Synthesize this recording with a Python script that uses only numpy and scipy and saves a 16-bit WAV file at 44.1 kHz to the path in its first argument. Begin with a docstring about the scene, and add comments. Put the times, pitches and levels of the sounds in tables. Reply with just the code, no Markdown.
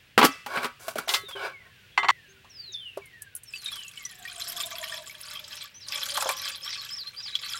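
"""A thin metal camp kettle clatters onto a slatted table, just below the microphone. Its handle is folded down
and its lid lifted off and laid aside, the metal ringing at each knock and rasping where it is rubbed. At 2.1 s
all the metal sounds break off at once; water from a steel bottle drips, then streams into the kettle, its
bubbles gurgling, fizzing and plinking while the bottom hums. Far off among trees, in quiet open air, birds
whistle long falling notes and a see-saw song."""
import sys
import numpy as np
from scipy import signal
from scipy.fft import rfft, irfft, next_fast_len
from scipy.io import wavfile
from scipy.ndimage import map_coordinates

SR = 44100
rng = np.random.default_rng(int(sys.argv[2]) if len(sys.argv) > 2 else 0)


def persist_wave(psi):
    """Save psi, clipped to +-1, as 16-bit WAV."""
    counts = np.round(np.clip(psi, -1, 1) * 32767).astype(np.int16)
    wavfile.write(sys.argv[1], SR, np.atleast_2d(counts).T)


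N = 334719
TOP_HZ = 16000


# The kettle meeting the table, then its handle. Each row: start in seconds, thud, clank and crack in dB.
KETTLE_KNOCKS = [(0.1779, -14, -11.5, -26), (0.1894, -21, -15, -27), (0.213, -24, -14, -39),
                 (0.228, -23, -11.5, -28), (0.2417, -15.5, -19, -22.5), (0.2486, -15, -17.5, -17),
                 (0.462, -63, -33.5, -39.5), (0.572, -44, -24, -62), (0.631, -38, -33, -40),
                 (0.6446, -56, -25.5, -34.5), (0.654, -34, -32.5, -42.5), (0.881, -64, -35, -33),
                 (0.956, -33, -40, -41), (0.983, -31.5, -32.5, -32)]
# Tone of a knock on the empty kettle. Each row: frequency in Hz, relative level in dB.
KETTLE_SPECTRUM = [(80, -33.5), (160, -10.5), (270, -1.5), (430, -3.5), (560, -11), (1150, -2.5),
                   (1800, -6.5), (3200, -10.5), (4000, -16.5), (4600, -15), (6500, -19), (15000, -19.5)]
# The empty kettle's modes. 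Each row: frequency in Hz, relative level in dB, t60 in seconds.
KETTLE_RING = [(170, -5.5, 0.11), (243.6, -1.5, .17), (426, -2, 0.12), (589, -7, 0.087), (812, -0.5, 0.14),
               (966, 1.5, 0.2), (1145, 2.5, 0.16), (1213, -13, 0.37), (1298, -0.5, 0.22), (1402, 3, 0.094),
               (1964, -12, 0.34), (2000, -23.5, 0.71), (2353, -5.5, 0.21), (2638, -23.5, .7),
               (2720, -15.5, .2), (3210, -9, 0.21), (4500, -6.5, .12)]

def kettle():
    """Close up on the table: each knock clanks and leaves the thin wall ringing."""
    metal = knocks(KETTLE_KNOCKS, KETTLE_SPECTRUM, t60s=(0.064, 0.082, 0.084), gain_db=0)
    metal += ringing([(s, clank_db) for s, _, clank_db, _ in KETTLE_KNOCKS], KETTLE_RING, ring_db=-11.5)
    return metal + amp(-23) * shimmer(metal)


# The lid lifted and laid down. Each row: start in seconds, thud, clank, crack and free ring in dB.
LID_KNOCKS = [(1.081, -69.5, -24.5, -34.5, -52.5), (1.091, -38, -26.5, -19, -37.5),
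              (1.138, -40, -27, -18, -55.5), (1.143, -50.5, -21, -18.5, -36.5),
              (1.158, -53, -33.5, -37, -37.5), (1.309, -76, -38, -44.5, -64), (1.976, -30.5, -12, -34, -26),
              (2.031, -37, -18, -52, -40.5), (2.045, -28, -23, -58, -36.5),
              (2.0852, -42.5, -11.5, -26.5, -27), (2.091, -27, -13.5, -45.5, -43),
              (2.101, -48, -18, -37.5, -23.5)]
# Tone of a knock on the lid. Each row: frequency in Hz, relative level in dB.
LID_SPECTRUM = [(120, -42.5), (400, -16.5), (520, -47.5), (750, 1.5), (1080, 9), (1700, 1), (2700, -1),
                (4600, -12.5), (5600, -18), (8500, -28.5), (10000, -35.5), (15500, -30.5)]
# The lid's modes. Each row: frequency in Hz, relative level in dB, t60 in seconds.
LID_RING = [(396, -16.5, 0.44), (1113, -3.5, 0.22), (1297, -4.5, 0.26), (1664, -7, 0.31), (1954, 1, 0.19),
            (2073, 5.5, 0.2), (3060, -6, 0.22), (3530, -10, 0.33), (4360, -2, 0.052), (5740, -13, 0.089),
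            (6820, -16, 0.096), (7550, -20, 0.073), (8010, -23, 0.11), (8450, -23.5, 0.14)]

def lid():
    """The lid clinks off the kettle and rattles down beside it, ringing in its own modes."""
    clatter = knocks(LID_KNOCKS, LID_SPECTRUM, t60s=(0.15, 0.056, 0.098), gain_db=-2)
    return clatter + ringing([(s, free_db) for s, *_, free_db in LID_KNOCKS], LID_RING, ring_db=0.5)


def knocks(hits, spectrum, t60s, gain_db):
    """Each contact excites a crowd of short-lived modes; t60s are for thud, clank and crack, in seconds."""
    out, t = np.zeros(N), np.arange(SR // 4) / SR
    bands_hz = [(100, 550), (550, 4000), (4000, TOP_HZ)]
    for s, *levels_db in hits:
        crowd = coloured(rng.standard_normal(len(t)), spectrum)
        knock = sum(unit(band(crowd, lo, hi)) * amp(db - 60 * t / t60)
                    for (lo, hi), db, t60 in zip(bands_hz, levels_db, t60s))
        add(out, s, amp(gain_db) * knock * onset(t, .0003))
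    return out


def ringing(blows, modes, ring_db):
    """A few modes ring on after each (seconds, dB) blow, at new strengths every time."""
    out, t = np.zeros(N), np.arange(SR * 3 // 4) / SR
    for s, blow_db in blows:
        ring = 0
        for hz, db, t60 in modes:
            decay = amp(db + rng.normal(0, 1) - 60 * t / t60)
            ring += decay * np.sin(2 * np.pi * (hz * t + rng.random()))
        add(out, s, amp(blow_db + ring_db) * ring * onset(t, 0.00061))
    return out


def shimmer(x, t60=0.57):
    """Many faint partials of the thin wall ring on after a blow."""
    t = np.arange(SR * 3 // 4) / SR
    return convolved(x, band(rng.standard_normal(len(t)), 1500, 9000) * amp(-60 * t / t60))


# Strokes over the metal. Each row: start and length in seconds, final rub, final hiss and swell in dB.
RUB_STROKES = [(.25, 0.11, -53.5, -67, -11), (0.478, 0.097, -26.5, -48, 17), (0.606, 0.028, -29, -49, 27),
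               (0.793, 0.12, -47, -48.5, 4.5), (0.963, 0.074, -45, -60, -10),
               (1.075, 0.072, -34.5, -32.5, 7), (1.281, 0.016, -46.5, -49, 2), (1.351, 0.11, -28, -61, 13),
               (1.59, 0.084, -57.5, -82, 7)]
# Tone of the rubbing. Each row: frequency in Hz, relative level in dB.
RUB_SPECTRUM = [(100, -29.5), (280, -11.5), (420, -12), (720, 1.5), (1250, 5), (2000, -7.5), (3500, -6.5),
                (6000, -17), (15000, -27)]
# Resonances of the rubbed metal. Each row: centre and width in Hz, strength in dB.
SHELL_PEAKS = [(440, 42, 18.5), (570, 130, 11.5), (627, 130, 4.5), (1108, 50, 0.5), (1320, 38, 6),
               (1510, 240, 9.5), (2260, 70, 15), (2700, 71, -5.5), (3320, 81, -8), (4880, 130, 7)]

def rubbing(slips_per_s=700, grit_db=-1):
    """Tiny slips of handle, fingers and lid excite the thin metal."""
    rub_gain, hiss_gain = sum(np.outer(amp([rub_db, hiss_db]), stroke(s, length, swell_db))
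                              for s, length, rub_db, hiss_db, swell_db in RUB_STROKES)
    slips = unit((rng.random(N) < slips_per_s / SR) * rng.standard_normal(N))
    force = rng.standard_normal(N) + amp(grit_db) * slips
    scrape = resonant(coloured(in_kettle(force, echo_db=3.5), RUB_SPECTRUM), SHELL_PEAKS)
    hiss = band(in_kettle(force, echo_db=-6.5), 3900, 13000)
    return rub_gain * unit(scrape) + hiss_gain * unit(hiss)


def stroke(s, length, swell_db, attack_s=0.0075, release_db_per_s=333):
    """A stroke takes hold, swells or eases to its final strength and lets go."""
    t = np.arange(N) / SR - s
    db = swell_db * (np.clip(t / length, 0, 1) - 1) - release_db_per_s * np.maximum(t - length, 0)
    return np.clip(t / attack_s, 0, 1) * amp(db)


# Dull taps on the metal. Each row: start in seconds, level in dB, pitch in Hz, t60 in seconds.
SOFT_TAPS = [(.288, -26, 273, 0.085), (.463, -29.5, 828, 0.093), (.881, -20, 660, 0.047),
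             (.957, -17.5, 626, 0.031), (0.986, -17, 1410, 0.029), (1.075, -26, 673, 0.045),
             (1.235, -39, 400, 0.11), (1.351, -37, 396, 0.4), (2.28, -58, 388, 0.88),
             (2.69, -51, 382, 0.12), (2.971, -30.5, 396, 0.11), (2.974, -19.5, 590, 0.021)]

def taps():
    """Each soft contact of hands or bottle wakes a single low mode."""
    out, t = np.zeros(N), np.arange(SR // 4) / SR
    for s, db, hz, t60 in SOFT_TAPS:
        add(out, s, amp(db - 60 * t / t60) * np.sin(2 * np.pi * hz * t) * onset(t, 0.0012))
    return out


# The pour, heard from above the kettle. Each row: time in seconds, gurgle and fizz in dB.
POUR_LEVELS = [(3.45, -63, -49), (3.55, -60.8, -54), (3.76, -45, -45), (3.9, -62.5, -58.5),
               (4.03, -56.5, -56), (4.16, -61, -53.5), (4.3, -50.5, -52.5), (4.42, -46, -44),
               (4.62, -43.5, -41), (5.0, -46, -47.6), (5.08, -55, -48), (5.19, -54.5, -57),
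               (5.3, -48, -49.5), (5.63, -45.5, -48), (5.7, -61, -71), (5.83, -59.3, -66), (5.91, -39, -44),
               (6.2, -42.5, -41.5), (6.45, -41.5, -44.5), (6.62, -49, -49), (6.72, -42.5, -53.5),
               (6.88, -49, -53.5), (7.15, -55, -63), (7.24, -46, -57.5), (7.59, -48.5, -50)]

def stream(surges_per_s=15, surge_db=1.27):
    """Water wavers as it leaves the bottle and drives large and tiny bubbles into the kettle."""
    gurgle_db, fizz_db = curves(POUR_LEVELS) + surge_db * wobble(surges_per_s)
    blobs = spurts(per_s=160, spread_db=2.5, t60=.07)
    flowing = np.clip((np.arange(N) / SR - POUR_LEVELS[0][0]) / .1, 0, 1)
    return flowing * (amp(gurgle_db) * gurgle(blobs) + amp(fizz_db) * fizz(blobs))


# Tone of the large bubbles. Each row: frequency in Hz, relative level in dB.
GURGLE_SPECTRUM = [(400, -3), (900, -15.5), (1500, -4.5), (2500, 4.5), (3800, 9.5), (5200, 7.5),
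                   (7000, 13.5)]
# Resonances of the open kettle. Each row: centre and width in Hz, strength in dB.
HOLLOW_PEAKS = [(919, 36, 12.5), (1147, 52, 6.5), (1410, 140, 2), (1660, 160, -5.5), (2330, 79, 3.5),
                (3280, 540, -2), (3940, 47, 2.5), (5110, 320, 3.5)]

def gurgle(blobs, wash_db=-15):
    """Large bubbles and a soft wash of noise resound in the kettle's hollow."""
    swarm = bubbles(blobs, count=6500, lo_hz=900, hi_hz=5600, cycles=28, spread_db=4.6)
    water = unit(in_kettle(swarm, echo_db=0))
    water += amp(wash_db) * unit(band(rng.standard_normal(N), 600, 5340))
    water = resonant(band(coloured(water, GURGLE_SPECTRUM), 650, TOP_HZ), HOLLOW_PEAKS)
    return water / np.std(band(water, 900, 2900))  # the midrange sets the level


# Tone of the tiny bubbles. Each row: frequency in Hz, relative level in dB.
FIZZ_SPECTRUM = [(4000, 2), (5500, -18), (7000, -6), (10500, -3.5), (13000, -3), (16000, -14)]

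def fizz(blobs, wash_db=-15):
    """Tiny bubbles ring high and echo briefly in the kettle, over a soft hiss."""
    swarm = bubbles(blobs, count=3800, lo_hz=5500, hi_hz=16000, cycles=30, spread_db=5.5)
    water = unit(in_kettle(swarm, echo_db=-1, t60=.045))
    return unit(coloured(water + amp(wash_db) * rng.standard_normal(N), FIZZ_SPECTRUM))


def spurts(per_s, spread_db, t60):
    """Blobs in the stream land at random: each starts a burst of bubbling that dies away."""
    landings = (rng.random(N) < per_s / SR) * amp(spread_db * np.clip(rng.standard_normal(N), -2, 1.5))
    fade = amp(-60 * np.arange(SR // 4) / SR / t60)
    energy = signal.fftconvolve(landings ** 2, fade ** 2)[:N]
    return unit(np.sqrt(np.abs(energy)))


def bubbles(blobs, count, lo_hz, hi_hz, cycles, spread_db):
    """A swarm of bubbles of random size, born most densely where a blob has just landed."""
    when, pitch, life, loud = rng.random((count, 4)).T[..., None]
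    hz = lo_hz * (hi_hz / lo_hz) ** pitch
    t = np.arange(SR // 40) / SR
    gain = amp(spread_db * np.minimum(-np.log(1 - loud), 3))
    grains = gain * bubble(t, hz, t60=cycles * (.5 + life) / hz, rise=0.088, attack_s=.0002)
    births = np.cumsum(blobs ** 2)
    at = np.searchsorted(births, when * births[-1]) + np.arange(len(t))
    return np.bincount(at.ravel(), grains.ravel(), N)[:N]


def bubble(t, hz, t60, rise, attack_s):
    """A trapped bubble rings, its pitch rising as it nears the surface."""
    phase = 2 * np.pi * hz * t * (1 + rise * np.minimum(t / t60, 1))
    return np.sin(phase) * amp(-60 * t / t60) * onset(t, attack_s)


# The loudest single bubbles. Each row: start in seconds, level in dB, pitch in Hz, t60 in seconds.
DROP_PLINKS = [(3.057, -35.5, 9200, 0.0094), (3.22, -28.5, 7976, 0.018), (3.351, -21.5, 10650, 0.025),
               (3.363, -22.5, 9100, 0.015), (3.434, -30.5, 8500, .015), (3.536, -26, 2570, 0.074),
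               (3.559, -30, 2900, 0.039), (3.659, -21, 3670, 0.036), (4.051, -22.5, 5810, 0.05),
               (4.275, -31, 2340, 0.059), (4.42, -21.5, 4020, 0.027), (4.634, -20.5, 3510, 0.04),
               (4.839, -23, 2190, 0.019), (5.212, -25.5, 10040, 0.017), (5.884, -17, 4830, .012),
               (6.103, -15.5, 4630, 0.016), (6.206, -17, 7040, 0.015), (6.292, -21.5, 2320, 0.053),
               (7.353, -11, 3286, 0.027), (7.534, -19, 3250, 0.018), (7.545, -28.5, 1343, 0.066)]

def drops(tick_db=-14, tick_t60=0.052):
    """Single drops tick and leave a loud bubble."""
    out, t = np.zeros(N), np.arange(SR // 8) / SR
    for s, db, hz, t60 in DROP_PLINKS + stray_plinks(count=10):
        tick = unit(band(rng.standard_normal(len(t)), hz * 0.9, hz * 1.33))
        tick *= amp(tick_db - 60 * t / tick_t60)
        plink = bubble(t, hz, t60, rise=0.063, attack_s=0.001)
        add(out, s, amp(db) * onset(t, .0006) * (plink + tick))
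    return in_kettle(out, echo_db=-11)


def stray_plinks(count, from_s=3.58, to_s=5.4, lo_hz=1580, hi_hz=8970, db=-30.5, spread_db=2.5, cycles=136):
    """Lesser bubbles come at random while the water is still shallow; rows as in DROP_PLINKS."""
    when, pitch, faint = rng.random((count, 3)).T
    starts = from_s + (to_s - from_s) * (np.arange(count) + when) / count
    hz = lo_hz * (hi_hz / lo_hz) ** pitch
    return list(zip(starts, db - spread_db * (2 * faint - 1), hz, cycles / hz))


# The rim's touch, first drops and gulps. Each row: start in seconds, thud, clank and crack in dB.
SLAP_KNOCKS = [(2.445, -67.5, -50, -83), (2.973, -44, -40, -46), (3.22, -75.5, -66, -33),
               (3.351, -68.5, -71, -40.5), (6.174, -54, -22.5, -28), (6.2231, -50, -23.5, -27),
               (6.258, -31.5, -28, -59), (6.29, -51, -19, -26.5)]
# Tone of a slap on the filling kettle. Each row: frequency in Hz, relative level in dB.
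FILLED_SPECTRUM = [(150, -40), (300, -30), (400, -9.5), (650, 0), (1150, 5.5), (1800, -8), (3000, -12),
                   (6000, -2), (11000, 10), (15000, -2)]
# The filling kettle's modes. Each row: frequency in Hz, relative level in dB, t60 in seconds.
FILLED_RING = [(575, 5, 0.064), (760, 6, 0.14), (1042, 13, 0.27), (1140, 15, 0.17), (1620, 5, 0.23)]

def slaps():
    """A touch on the rim, the first drops and heavier gulps knock the kettle and ring it faintly."""
    blows = [(s, max(thud_db, clank_db)) for s, thud_db, clank_db, _ in SLAP_KNOCKS]
    contacts = knocks(SLAP_KNOCKS, FILLED_SPECTRUM, t60s=(0.11, 0.075, 0.035), gain_db=-1)
    return contacts + ringing(blows, FILLED_RING, ring_db=-25)


# How hard the stream drums on the bottom. Each row: time in seconds, relative level in dB.
DRUM_LEVELS = [(4.1, -78), (4.21, -56.5), (5.01, -46), (5.07, -67), (5.48, -58.5), (5.81, -81),
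               (5.98, -48.5), (6.1, -54), (6.27, -38.5), (6.39, -57.5), (7.01, -77), (7.59, -68)]

def bottom_hum(covered_s=4.05, dry_hz=797, loaded_hz=537, sink_s=1.2, gain_db=-3, patter_db=3):
    """The stream drums on the bottom, whose two lowest notes sink under the water's weight."""
    drum_db, = curves(DRUM_LEVELS)
    wet_s = np.maximum(np.arange(N) / SR - covered_s, 0)
    base_hz = loaded_hz + (dry_hz - loaded_hz) * np.exp(-wet_s / sink_s)
    phase = 2 * np.pi * np.cumsum(base_hz) / SR
    level = np.minimum(wet_s / .1, 1) * amp(drum_db + gain_db + patter_db * wobble(40))
    hum = 0
    for ratio, db in [(0.97, 0), (1.46, -7)]:  # each note is a multiple of the base pitch
        drive = wobble(95) + 1j * wobble(95)  # random strength and phase
        hum += amp(db) * unit(np.real(drive * np.exp(1j * ratio * phase)))
    return level * hum


def in_kettle(x, echo_db, t60=0.092):
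    """Sound bounces between the kettle's walls for a moment."""
    t = np.arange(SR // 10) / SR
    return x + amp(echo_db) * convolved(x, rng.standard_normal(len(t)) * amp(-60 * t / t60))


# Long whistles from the trees. Each row: start in seconds, time stretch, level in dB.
WHOLE_WHISTLES = [(1.065, 0.9, -42.5), (2.499, 1.0, -39), (3.46, 0.98, -39)]
# A whistle's end heard alone. Each row: start of the whole in seconds, time stretch, level in dB.
LONE_ENDINGS = [(1.51, 1, -40.5)]
# A whistle's two parts, with a break between, before stretching.
# Each row: offset, rise time and fall time in seconds, then peak level, rise and fall in dB.
WHISTLE_SWELLS = [(-.008, 0.31, .16, -0.5, 11, 8.5), (.515, .02, 0.36, -5, 0, 21.5)]

def whistles():
    """A distant bird whistles long falling notes; of one, only the end is heard."""
    out, lead_s = np.zeros(N), WHISTLE_SWELLS[0][0]
    for calls, parts in [(WHOLE_WHISTLES, WHISTLE_SWELLS), (LONE_ENDINGS, WHISTLE_SWELLS[1:])]:
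        for s, stretch, db in calls:
            t = np.arange(SR) / SR / stretch + lead_s
            add(out, s + lead_s, amp(db) * whistle(t, parts))
    return out


def whistle(t, parts, top_hz=5670, toward_hz=723, glide_s=.45, waver=0.0064, flutter_db=5, edge_s=.012):
    """A nearly pure tone glides down, wavering and fluttering; each part swells and fades."""
    flick_hz = 1998 * np.exp((t[0] - t) / .005)  # it opens with a quick flick from above
    hz = toward_hz + (top_hz - toward_hz) * np.exp(-t / glide_s) + flick_hz
    phase = 2 * np.pi * np.cumsum(hz * (1 + waver * wobble(70, len(t)))) / SR
    tone = np.sin(phase) + amp(-31) * np.sin(3 * phase)
    level = 0
    for start, rise, fall, db, rise_db, fall_db in parts:
        end = start + rise + fall
        edges = np.clip(np.minimum(t - start, end - t) / edge_s, 0, 1)
        level += edges * amp(db - np.interp(t, [start, start + rise, end], [rise_db, 0, fall_db]))
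    return level * amp(flutter_db * wobble(53.65, len(t))) * tone


# Phrases of the far see-saw song. Each row: start of the sweep in seconds, held pitch in Hz, level in dB.
SONG_PHRASES = [(5.803, 6060, -44), (6.11, 6000, -45.5), (6.42, 5900, -37.5), (6.682, 5410, -36),
                (6.964, 5240, -33), (7.225, 4880, -35), (7.487, 4450, -37.5)]

def seesaw_song(climb=0.076, low_ratio=.8, sweep_hz=(5900, 4700, 3735)):
    """Each phrase is a held note, a downward sweep and a lower note; the song sinks and grows louder."""
    out = np.zeros(N)
    for s, hz, db in SONG_PHRASES:
        add(out, s - .062, amp(db) * chirp(0.0535, [hz * (1 - climb), hz, hz], rasp=0.012))
        add(out, s, amp(db) * chirp(0.073, sweep_hz))
        add(out, s + .098, amp(db - 1.5) * chirp(0.031, [hz * low_ratio] * 3, rasp=0.014))
    return out


# Far chirps. Each row: start and length in seconds, first, middle and last pitch in Hz, level in dB.
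LONE_CHIRPS = [(0.313, 0.027, 6760, 5680, 4670, -43.5), (1.913, 0.045, 3050, 3380, 3050, -54),
               (2.289, 0.037, 6300, 6470, 6500, -55.5), (2.721, 0.027, 6900, 5800, 3900, -40)]

def chirps():
    """A few single bird notes come from the trees."""
    out = np.zeros(N)
    for s, length_s, *pitches_hz, db in LONE_CHIRPS:
        add(out, s, amp(db) * chirp(length_s, pitches_hz))
    return out


def chirp(length_s, pitches_hz, rasp=0.018):
    """A short note swells and fades as it bends through three pitches, roughened by fast jitter."""
    u = np.linspace(0, 1, int(length_s * SR))
    bend_hz = np.polyval(np.polyfit([0, .5, 1], pitches_hz, 2), u)
    hz = bend_hz * (1 + rasp * wobble(496, len(u)))
    return np.abs(np.sin(np.pi * u)) ** 0.36 * np.sin(2 * np.pi * np.cumsum(hz) / SR)


# How long sound lingers among the trees. Each row: frequency in Hz, t60 in seconds.
TREE_DECAY = [(200, .2), (3000, 0.3), (6500, 0.1), (12000, 0.85)]

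def tree_scatter(x):
    """Trees and ground scatter a faint tail."""
    hz, t, spectra = signal.stft(rng.standard_normal(SR * 3 // 4), SR, nperseg=256)
    decay = amp(-60 * t / along(TREE_DECAY, hz)[:, None])
    _, tail = signal.istft(spectra * decay, SR, nperseg=256)
    return convolved(x, tail)


# The open air around the table. Each row: frequency in Hz, relative level in dB.
AIR_SPECTRUM = [(12, -44), (20, -14.5), (107, 3.5), (138, 0), (319, -14), (377, -10), (802, -18),
                (1260, -16.5), (1660, -8), (2200, -9.5), (2670, -4.5), (6180, -22.5), (14700, -29),
                (16000, -16)]

def air(db=-57):
    """A far rumble and a soft rustle of foliage."""
    return amp(db + 0.84 * wobble(5.0)) * unit(coloured(rng.standard_normal(N), AIR_SPECTRUM))


def amp(db):
    """Decibels to gain."""
    return 10 ** (np.asarray(db) / 20)


def unit(x):
    """Scale to rms 1."""
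    return x / np.sqrt(np.mean(x ** 2) + 1e-20)


def onset(t, attack_s):
    """A soft rise from 0 to 1."""
    return 1 - np.exp(-t / attack_s)


def along(points, hz):
    """Interpolate (Hz, value) points on a log axis."""
    knots_hz, values = np.transpose(points)
    return np.interp(np.log(hz + 1), np.log(knots_hz + 1), values)


def curves(rows):
    """One value per sample for each column after the time."""
    s, *columns = np.transpose(rows)
    return [np.interp(np.arange(N) / SR, s, column) for column in columns]


def wobble(rate, size=N):
    """A smooth random curve, rate knots a second."""
    return map_coordinates(rng.standard_normal(int(size * rate / SR) + 4), [np.arange(size) * rate / SR])


def filtered(x, response):
    """x times a response of frequency."""
    size = next_fast_len(len(x) + 8192)
    return irfft(rfft(x, size) * response(np.fft.rfftfreq(size, 1 / SR)), size)[:len(x)]


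def coloured(x, spectrum):
    """x through a (Hz, dB) spectrum."""
    return filtered(x, lambda hz: amp(along(spectrum, hz)))


def band(x, lo, hi):
    """The part of x between two soft edges in Hz."""
    return filtered(x, lambda hz: (1 + (lo / (hz + 1)) ** 8) ** -.5 * (1 + (hz / hi) ** 8) ** -.5)


def resonant(x, peaks):
    """x plus its ringing in (Hz, width, dB) resonances."""
    return filtered(x, lambda hz: 1 + sum(
        amp(db) * 1j * hz * width / (centre ** 2 - hz ** 2 + 1j * hz * width)
        for centre, width, db in peaks))


def convolved(x, tail):
    """x spread over a tail of unit energy."""
    return signal.fftconvolve(x, tail / np.linalg.norm(tail))[:N]


def add(track, s, sound):
    """Mix a sound into the track at time s."""
    at = max(round(s * SR), 0)
    track[at:at + len(sound)] += sound[:max(len(track) - at, 0)]


def scene(clatter_stop_s=2.111):
    """Everything at one microphone above the table; the birds are far, among trees."""
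    birds = whistles() + seesaw_song() + chirps()
    water = stream() + bottom_hum() + drops() + slaps()
    dead_stop = np.clip((clatter_stop_s - np.arange(N) / SR) / .001, 0, 1)
    clatter = band(kettle() + lid() + rubbing(), 110, SR) * dead_stop
    return (clatter + taps() + water + amp(-1) * birds + amp(-3) * tree_scatter(birds) + air())[None]


def record(dry):
    """The microphone's chain rolls off steeply at TOP_HZ."""
    return np.array([filtered(x, lambda hz: np.clip((TOP_HZ - hz) / 200 + .5, 0, 1)) for x in dry])


dry = scene()
out = record(dry)
persist_wave(out)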